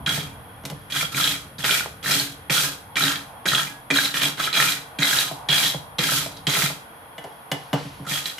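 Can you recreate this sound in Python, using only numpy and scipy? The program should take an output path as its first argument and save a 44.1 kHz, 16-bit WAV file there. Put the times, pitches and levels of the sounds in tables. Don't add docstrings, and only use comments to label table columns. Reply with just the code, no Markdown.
import sys
import numpy as np
from scipy import signal
from scipy.fft import rfft, irfft, next_fast_len
from scipy.io import wavfile
from scipy.ndimage import uniform_filter1d

SR = 44100
rng = np.random.default_rng(int(sys.argv[2]) if len(sys.argv) > 2 else 0)


def generate_wav(signal):
    frames = np.transpose(np.atleast_2d(signal))
    scaled = np.clip(frames, -1, 1) * 32767
    pcm = np.round(scaled).astype(np.int16)
    wavfile.write(sys.argv[1], SR, pcm)


N = 370219

# landing in seconds; full pressure, top speed and
# lift-off in seconds after landing; fade after lift-off in dB per second; then levels in dB of low, middle and high
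STROKES = [(0.0608, 0.003, 0.083, 0.12, -220, -28, -21, -28.5, -28.5, -45, -26, -49, -46),
           (0.9017, 0.056, 0.12, .12, -260, -27, -23, -30.5, -25, -53, -33, -53, -58),
           (1.1167, 0.0027, 0.0093, 0.021, -300, -36, -47, -33, -35, -57, -50, -39, -50),
           (1.1463, 0.032, 0.032, 0.17, -230, -26.5, -20.5, -26, -24.5, -45, -30, -30.5, -50),
           (1.584, 0.0023, 0.0066, 0.049, -300, -36, -30.5, -38, -35.5, -54, -37, -35, -43),
           (1.638, 0.0062, 0.054, .14, -230, -23, -22.5, -26, -21.5, -38, -34, -42, -42),
           (2.0281, 0.052, 0.11, 0.18, -230, -23.5, -21.5, -23, -21.5, -40, -27.5, -41, -50),
           (2.4986, 0.004, 0.044, .15, -230, -25, -23, -26.5, -20.5, -37.5, -31.5, -24.5, -27.5),
           (2.9574, 0.011, 0.045, 0.14, -200, -22.5, -20.5, -22, -24, -47, -29, -50, -36),
           (3.4549, 0.0034, 0.03, .17, -230, -26.5, -21.5, -24, -26.5, -44, -30.5, -33.5, -26),
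           (3.9046, 0.047, 0.078, .15, -200, -24.5, -20.5, -19.5, -24.5, -42, -29.5, -30, -18.5),
           (4.141, 0.018, 0.033, 0.043, -300, -23, -19.5, -28, -25.5, -48, -33, -36, -53),
           (4.21, 0.022, 0.037, 0.068, -330, -27, -24, -24, -24.5, -40, -30, -37, -41),
           (4.373, 0.024, 0.084, 0.095, -350, -25.5, -19.5, -24, -28, -62, -41, -50, -43),
           (4.527, 0.045, 0.093, 0.18, -240, -21.5, -21.5, -20.5, -21, -40, -29.5, -57, -50),
           (4.9866, 0.041, .16, 0.23, -200, -21.5, -21.5, -20, -21, -38.5, -32.5, -25, -48),
           (5.4877, 0.017, 0.1, 0.19, -250, -24.5, -17, -18, -21.5, -49, -30, -29, -40),
           (5.9849, 0.0044, 0.18, 0.2, -200, -23.5, -22, -22, -21, -40.5, -28.5, -24.5, -24),
           (6.29, .04, .05, 0.091, -200, -72, -60, -45, -82, -57, -62, -70, -70),
           (6.4691, 0.0042, 0.14, 0.19, -250, -23, -22.5, -21.5, -21.5, -37, -33.5, -24, -35.5),
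           (8.067, 0.03, 0.049, 0.11, -150, -31, -27, -30, -27.5, -44.5, -39.5, -38, -41),
           (8.2553, .005, 0.013, 0.013, -250, -35, -42, -40, -33, -67, -68, -58, -59)]
# time in seconds, relative peak in dB, pitch that rings most in Hz.
CATCHES = [(0.062, -6, 3160), (0.0732, -4.5, 1380), (0.0915, -6, 3220), (0.143, -18, 3300),
           (0.1744, -22, 1730), (0.8996, -20, 2430), (0.9216, -10, 3280), (0.9714, -20, 3450),
           (1.0094, -6.5, 2370), (1.145, -9.5, 2300), (1.1734, -5, 1360), (1.2088, -6.5, 3310),
           (1.2741, -2.5, 3320), (1.343, -23, 3800), (1.583, -20, 4540), (1.638, -6.5, 1300),
           (1.708, -0.5, 3200), (2.0272, -27, 3100), (2.04, -19, 2400), (2.0591, -10, 1750),
           (2.139, -5, 3260), (2.4973, -3, 2350), (2.5485, -9, 3310), (2.578, -7, 3310), (2.9564, -8, 2900),
           (2.9678, -2.5, 2180), (3.068, -12, 3300), (3.1566, -12, 3140), (3.4558, -6, 1990),
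           (3.462, -8, 1540), (3.486, -4.5, 3960), (3.5168, -4.5, 1680), (3.5334, -4, 1330),
           (3.548, -0.5, 3240), (3.578, -6, 3300), (3.596, -17, 3280), (3.67, -15, 2400),
           (3.9029, -2.5, 2450), (3.9084, -4, 2470), (3.9574, -4, 1400), (4.14, -8, 3220), (4.17, -8, 3300),
           (4.212, -14, 3970), (4.2326, -5, 3340), (4.2541, -4.5, 3400), (4.3733, -21, 3310),
           (4.398, -3, 1300), (4.439, -6, 3370), (4.4715, -5, 1330), (4.5285, -6.5, 3900),
           (4.546, -8.5, 3880), (4.61, -7, 3880), (4.719, -9.5, 4000), (4.767, -22, 1620),
           (4.9868, -9.5, 2610), (5.0198, -7.5, 1610), (5.031, -6, 3850), (5.127, -7, 1620),
           (5.099, -10, 3300), (5.2805, -16, 3800), (5.4872, -3.5, 3650), (5.527, -9, 3910),
           (5.9843, -7, 3200), (6.091, -10, 1400), (6.4687, 0, 3080), (6.503, -10, 3820), (6.535, -5, 3230),
           (6.62, -4, 2090), (8.0504, -23, 1330), (8.0662, -16.5, 1360), (8.137, -11, 3240),
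           (8.257, -9, 3880), (8.2972, -17, 3990)]
BLOCK_HZ, BLOCK_T60_S = 280, 0.25


def undb(db):
    return 10 ** (np.asarray(db) / 20)


def unit(x):
    return x / np.sqrt(np.mean(x ** 2))


def decay_per_sample(t60):
    return np.exp(-np.log(1000) / (t60 * SR))


def mode(x, hz, t60):
    r, w = decay_per_sample(t60), 2 * np.pi * hz / SR
    return signal.lfilter([0, np.sin(w)], [1, -2 * r * np.cos(w), r * r], x)


def colour(x, points):
    hz, db = np.transpose(points)
    size = next_fast_len(N)
    f = np.maximum(np.arange(size // 2 + 1) * SR / size, 1)
    gain = undb(np.interp(np.log(f), np.log(hz), db))
    return irfft(rfft(x, size) * gain, size)[:N]


def colour_pair(x, points):
    return np.array([colour(channel, points) for channel in x])


def band(x, lo_hz, hi_hz):
    return signal.sosfilt(signal.butter(2, [lo_hz, hi_hz], "band", fs=SR, output="sos"), x)


def walk(rate):
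    hold = int(SR / rate)
    steps = np.repeat(rng.standard_normal(N // hold + 1), hold)
    return uniform_filter1d(steps, hold)[:N]


def flicks(rate, scatter_db):
    count, out = int(rate * N / SR), np.zeros(N)
    strength = undb(scatter_db * rng.exponential(size=count))
    out[rng.integers(0, N, count)] = rng.standard_normal(count) * strength
    return unit(out)


def jerks(rate, t60, steady):
    slips = signal.lfilter([1], [1, -decay_per_sample(t60)], np.abs(flicks(rate, 0.52)))
    return unit(unit(slips) + steady)


def pair(make):
    # frequency in Hz, correlation from 0 to 1.
    likeness = [(60, 0.78), (300, 0.9), (700, 0.42), (1500, 0), (4000, 0), (14000, 0.11)]
    hz, like = np.transpose(likeness)
    like = np.clip(like, 0, .99)
    mid = colour(make(), list(zip(hz, 10 * np.log10((1 + like) / 2))))
    side = colour(make(), list(zip(hz, 10 * np.log10((1 - like) / 2))))
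    return np.array([mid + side, mid - side])


def clicks(s, db):
    out = np.zeros(N)
    out[(s * SR).astype(int)] = undb(db)
    return out


def burst(train, t60):
    fade = signal.lfilter([1], [1, -decay_per_sample(t60)], train)
    rattle = rng.standard_normal(N) + 0.46 * rng.standard_normal((2, N))
    return 1.44 * train + fade * rattle


def favour_db(hz, best_hz, db_per_octave):
    return -db_per_octave * np.abs(np.log2(hz / best_hz))


def room(x):
    t60_s, level_db, cutoff_hz = 0.31, -8, 6550
    t = np.arange(int(t60_s * SR)) / SR
    noise = pair(lambda: rng.standard_normal(N))[:, :len(t)]
    tail = noise * undb(-60 * t / t60_s) * np.clip(t / 0.0037, 0, 1)
    tail = signal.lfilter(*signal.butter(1, cutoff_hz, fs=SR), tail)
    tail = tail / np.sqrt(np.sum(tail ** 2, axis=1, keepdims=True))
    return undb(level_db) * signal.fftconvolve(x.mean(axis=0, keepdims=True), tail, axes=1)[:, :N]


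def forge():
    # frequency in Hz, relative density in dB per Hz.
    roar_points = [(15, -55), (25, -12), (348, -13.5), (384, -31), (444, -7), (514, -11), (798, -11),
                   (1240, -12.5), (1330, -17), (1470, -8.5), (1620, -15), (3280, -25.5), (8500, -46),
                   (11000, -98), (18700, -120)]
    gas_points = [(8300, -51), (9300, -2), (10300, 2), (12500, -4), (13500, -8.5), (14200, -32)]
    # time in seconds, level in dB.
    low_roar_levels = [(0.0, -45.5), (1.0, -56.5), (1.5, -66), (2.5, -64), (2.94, -47.5), (3.53, -44.5),
                       (4.09, -55), (5.63, -38.5), (5.82, -45), (6.73, -51.5), (7.6, -46.5), (8.39, -53)]
    rumble_levels = [(0.0, -37), (0.6, -48), (1.7, -47), (2.6, -50), (3.4, -51), (4.7, -59), (5.9, -49),
                     (6.63, -47.5), (6.82, -58), (7.6, -62), (7.95, -46), (8.39, -63)]
    roar_db, gas_db, whine_db = -47, -54, -60.5
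    t = np.arange(N) / SR

    roar = unit(pair(lambda: colour(rng.standard_normal(N) * undb(1.2 * walk(6)), roar_points)))
    gas = unit(pair(lambda: colour(rng.standard_normal(N), gas_points)))
    whine = unit(mode(rng.standard_normal((2, N)), 3293, t60=0.054))
    whine = whine * undb(whine_db + 1.0 * walk(18))
    low_roar = unit(band(pair(lambda: rng.standard_normal(N)), 670, 1080))
    low_roar = low_roar * undb(np.interp(t, *np.transpose(low_roar_levels)))
    rumble = unit(band(rng.standard_normal(N) + 0.22 * rng.standard_normal((2, N)), 34, 150))
    rumble = rumble * undb(np.interp(t, *np.transpose(rumble_levels)))
    return roar * undb(roar_db) + gas * undb(gas_db) + whine + low_roar + rumble


def stand(push):
    # frequency in Hz, level in dB, decay time t60 in seconds.
    stand_modes = [(115, -4, 0.11), (143.3, 1, 0.19), (183, 0.1, 0.084), (281.4, -1, 0.22),
                   (430, -14, 0.23), (546, -12.5, 0.074), (733, -16, 0.061), (850, -17, 0.042)]
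    boom = sum((-1) ** k * undb(db) * mode(push, hz, t60) for k, (hz, db, t60) in enumerate(stand_modes))
    return boom * undb([[-.7], [.7]])


def tings():
    # start in seconds, level in dB, pitch in Hz, length before the final damping in seconds.
    tong_notes = [(.75, -56, 1760, .1), (3.69, -41, 1660, .13), (7.184, -41, 2008, .05),
                  (7.2, -54, 1760, .2)]
    out, t = 0, np.arange(N) / SR
    for s, db, hz, length in tong_notes:
        swell = np.clip((t - s) / .008, 0, 1)
        grip = np.clip(1 - (t - s - length) / .03, 0, 1)
        level = undb(db - 60 * np.clip(t - s, 0, 1) / .6)
        out = out + level * swell * grip * undb(2 * walk(60)) * np.sin(2 * np.pi * hz * t)
    return out


def knocks():
    # time in seconds, relative peak
    # in dB, then boom and block note in dB re peak.
    block_sounds = [(0.176, -25, -4, -7), (0.719, -32, -1, -8), (1.03, -29, -5, -14), (2.094, -27, -6, -19),
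                    (2.67, -36, -20, 0.5), (3.03, -24.5, -7, 0.5), (3.07, -32, -16, 1.5),
                    (3.93, -33, -24, 8), (4.259, -26, -14, -3), (5.312, -19, -17, -23),
                    (5.745, -17, -14.5, -21.5), (6.119, -19, -15.5, -17), (6.261, -24.5, -16.5, -21),
                    (6.569, -18.5, -13, -17), (6.63, -27, 1, -3), (6.7, -21, -16, -20.5),
                    (7.85, -43, 7.5, -16), (7.998, -40, 5, -8), (8.02, -44, 3.5, -10),
                    (8.109, -38, 4.5, -6)]
    s, peak_db, boom_db, note_db = np.transpose(block_sounds)
    rap = undb(9.5) * band(burst(clicks(s, peak_db), 0.044), 380, 870)
    note = mode(clicks(s, peak_db + note_db), BLOCK_HZ, BLOCK_T60_S)
    return rap + stand(clicks(s, peak_db + boom_db)) + note


def clanks():
    # time in seconds, relative peak in dB, then body, boom, free ring and
    # rattle in dB re peak, and the pitch that rings most in Hz.
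    anvil_blows = [(0.637, -40, 0, -1, -7, -30, 1400), (0.652, -14.5, -33, -24, -30, -31, 3260),
                   (0.6996, -20, -17, -19, -23, -50, 3310), (7.1808, -28.5, -9, -18.5, -4, -23.5, 2010),
                   (7.2403, -31, -3, -17, -10, -24, 2030), (7.5156, -11.5, -14, -17.5, -9, -27, 2860),
                   (7.7303, -17, -3, -3.5, -6, -15, 2900), (8.3822, -22.5, -35, -31, -10, -30, 2970)]
    # frequency in Hz, level in dB, decay time t60 in seconds.
    forging_modes = [(1540, -8, 0.035), (1755, -10.5, 0.18), (2035, -4, 0.07), (2260, -4.5, 0.028),
                     (2890, -2.5, 0.064), (3000, -3.5, 0.065), (3310, -11, 0.085), (3900, -21, 0.035),
                     (3460, -10, .05), (4540, -19, .04)]
    s, peak_db, body_db, boom_db, free_db, rattle_db, best_hz = np.transpose(anvil_blows)
    ring = 0
    for k, (hz, db, t60) in enumerate(forging_modes):
        blow = clicks(s, peak_db + free_db + favour_db(hz, best_hz, 1.9))
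        ring = ring + (-1) ** k * undb(db) * mode(blow, hz, t60)
    crack = undb(-7.5) * band(burst(clicks(s, peak_db), 0.045), 1100, 5400)
    tick = undb(-16.5) * band(burst(clicks(s, peak_db), 0.095), 5500, 14400)
    rattle = band(burst(clicks(s, peak_db + rattle_db), 0.91), 850, 4800)
    body = undb(14.0) * band(burst(clicks(s, peak_db + body_db), 0.17), 370, 940)
    return ring + crack + tick + rattle + stand(clicks(s, peak_db + boom_db)) + body


def controls():
    ring_drifts = [-3, -4, 3]
    touch_db, sag_db_per_s = -12.5, -23
    bounce_s, bounce_width_s, bounce_db, hard_s = 0.036, 0.0061, -5.5, 0.026
    slow_db, slowing_db = -12, -1.5
    hiss_touch = 0.46
    hiss_fade, low_fade = 0.82, 0.5

    out, t = np.zeros((6, N)), np.arange(N) / SR
    for s, press, fast, lift, fade, *rings_db, hiss_db, rumble_db, shake_db, _, _ in STROKES:
        on = slice(int(s * SR), int((s + 1) * SR))
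        u = t[on] - s
        off = fade * np.maximum(u - lift, 0)
        touch = touch_db * np.maximum(1 - u / max(press, .001), 0)
        bounce = bounce_db * np.exp(-press / hard_s - ((u - bounce_s) / bounce_width_s) ** 2)
        held = touch + sag_db_per_s * np.clip(u, 0, lift) + bounce
        early = np.clip(1 - u / fast, 0, 1)
        late = np.clip((u - fast) / max(lift - fast, .01), 0, 1)
        speed = hiss_touch * touch + slow_db * early ** 2 + slowing_db * late ** 2 + hiss_fade * off
        low = held + low_fade * off
        rings = [db + drift * u + held + off for db, drift in zip(rings_db, ring_drifts)]
        out[:, on] += undb([hiss_db + speed, rumble_db + low, shake_db + low] + rings)
    return out


def scrubbed_ring(drag, groups):
    # frequency in Hz, bandwidth in Hz, level in dB.
    brushed_modes = [(1248, 9.5, -17), (1341, 55, -7.5), (1462, 54, -11), (1629, 75, -8), (1837, 150, -8),
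                     (2084, 160, -10), (2377, 93, -7), (3140, 480, -10.5), (3304, 79, -5.5),
                     (3960, 190, -12), (3902, 153, -7), (4236, 160, -15.5), (4830, 1300, -12.5),
                     (6650, 140, -17)]
    group_tops = [2700, 3500]
    s, peak_db, best_hz = np.transpose(CATCHES)
    out = 0
    for hz, width, db in brushed_modes:
        t60 = np.log(1000) / (np.pi * width)
        tufts = np.array([flicks(2500, 3.6) for _ in range(3)])
        rub = tufts[0] + 0.71 * tufts[1:]
        rub = rub * drag * undb(2.3 * walk(14)) * jerks(50, 0.12, 0.81)
        rub = rub * groups[np.searchsorted(group_tops, hz)]
        catch = burst(clicks(s, peak_db + favour_db(hz, best_hz, 24.0)), 0.041)
        push = undb(7.5) * rub + undb(3.0) * catch
        out = out + undb(db) * np.sqrt(width / SR) * mode(push, hz, t60)
    return out


def wire_hiss(drag, level):
    # frequency in Hz, relative density in dB per Hz.
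    wire_points = [(1470, -23), (2500, -6.5), (3210, -4.5), (3580, -3.5), (3970, -4), (4730, -6),
                   (10500, -8.5), (14400, -9.5)]
    s, peak_db, _ = np.transpose(CATCHES)
    wires = unit(colour_pair(pair(lambda: flicks(7000, 0.21) * drag ** 0.25), wire_points))
    return wires * level + undb(-23.5) * band(burst(clicks(s, peak_db), 0.087), 2900, 8600)


def block(level, knock):
    rumble = unit(band(pair(lambda: flicks(900, 2.2)), 380, 1200)) * level
    rattle = undb(10.0) * band(burst(knock, 0.13), 216, 547)
    return rumble + rattle + undb(-3.5) * mode(knock, BLOCK_HZ, BLOCK_T60_S)


def brush():
    pan_db = -1.5
    catch_thud_db, catch_knock_db = -36, -35.5
    hiss, rumble, shake, *groups = controls()
    drag = jerks(250, .03, 1.2)
    s, peak_db, _ = np.transpose(CATCHES)
    lands, *_, thud_db, knock_db = np.transpose(STROKES)
    knock = clicks(lands, knock_db) + clicks(s, peak_db + catch_knock_db)
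    thud = clicks(lands, thud_db) + clicks(s, peak_db + catch_thud_db)
    out = scrubbed_ring(drag, groups) + wire_hiss(drag, hiss) + block(rumble, knock)
    push = undb(-37) * flicks(900, 2.0) * shake + undb(-2.5) * thud
    return out * undb([[pan_db / 2], [-pan_db / 2]]) + stand(push)


def scene():
    near = brush() + clanks() + knocks() + tings()
    return near + room(near) + forge()


def record(dry):
    bass_cut_hz, top_hz = 64, 14450
    thin = signal.sosfilt(signal.butter(2, bass_cut_hz, "high", fs=SR, output="sos"), dry)
    rounded = np.tanh(1.146 * thin) / 1.075
    return signal.sosfilt(signal.ellip(10, .2, 90, top_hz, fs=SR, output="sos"), rounded)


dry = scene()
out = record(dry)
generate_wav(out)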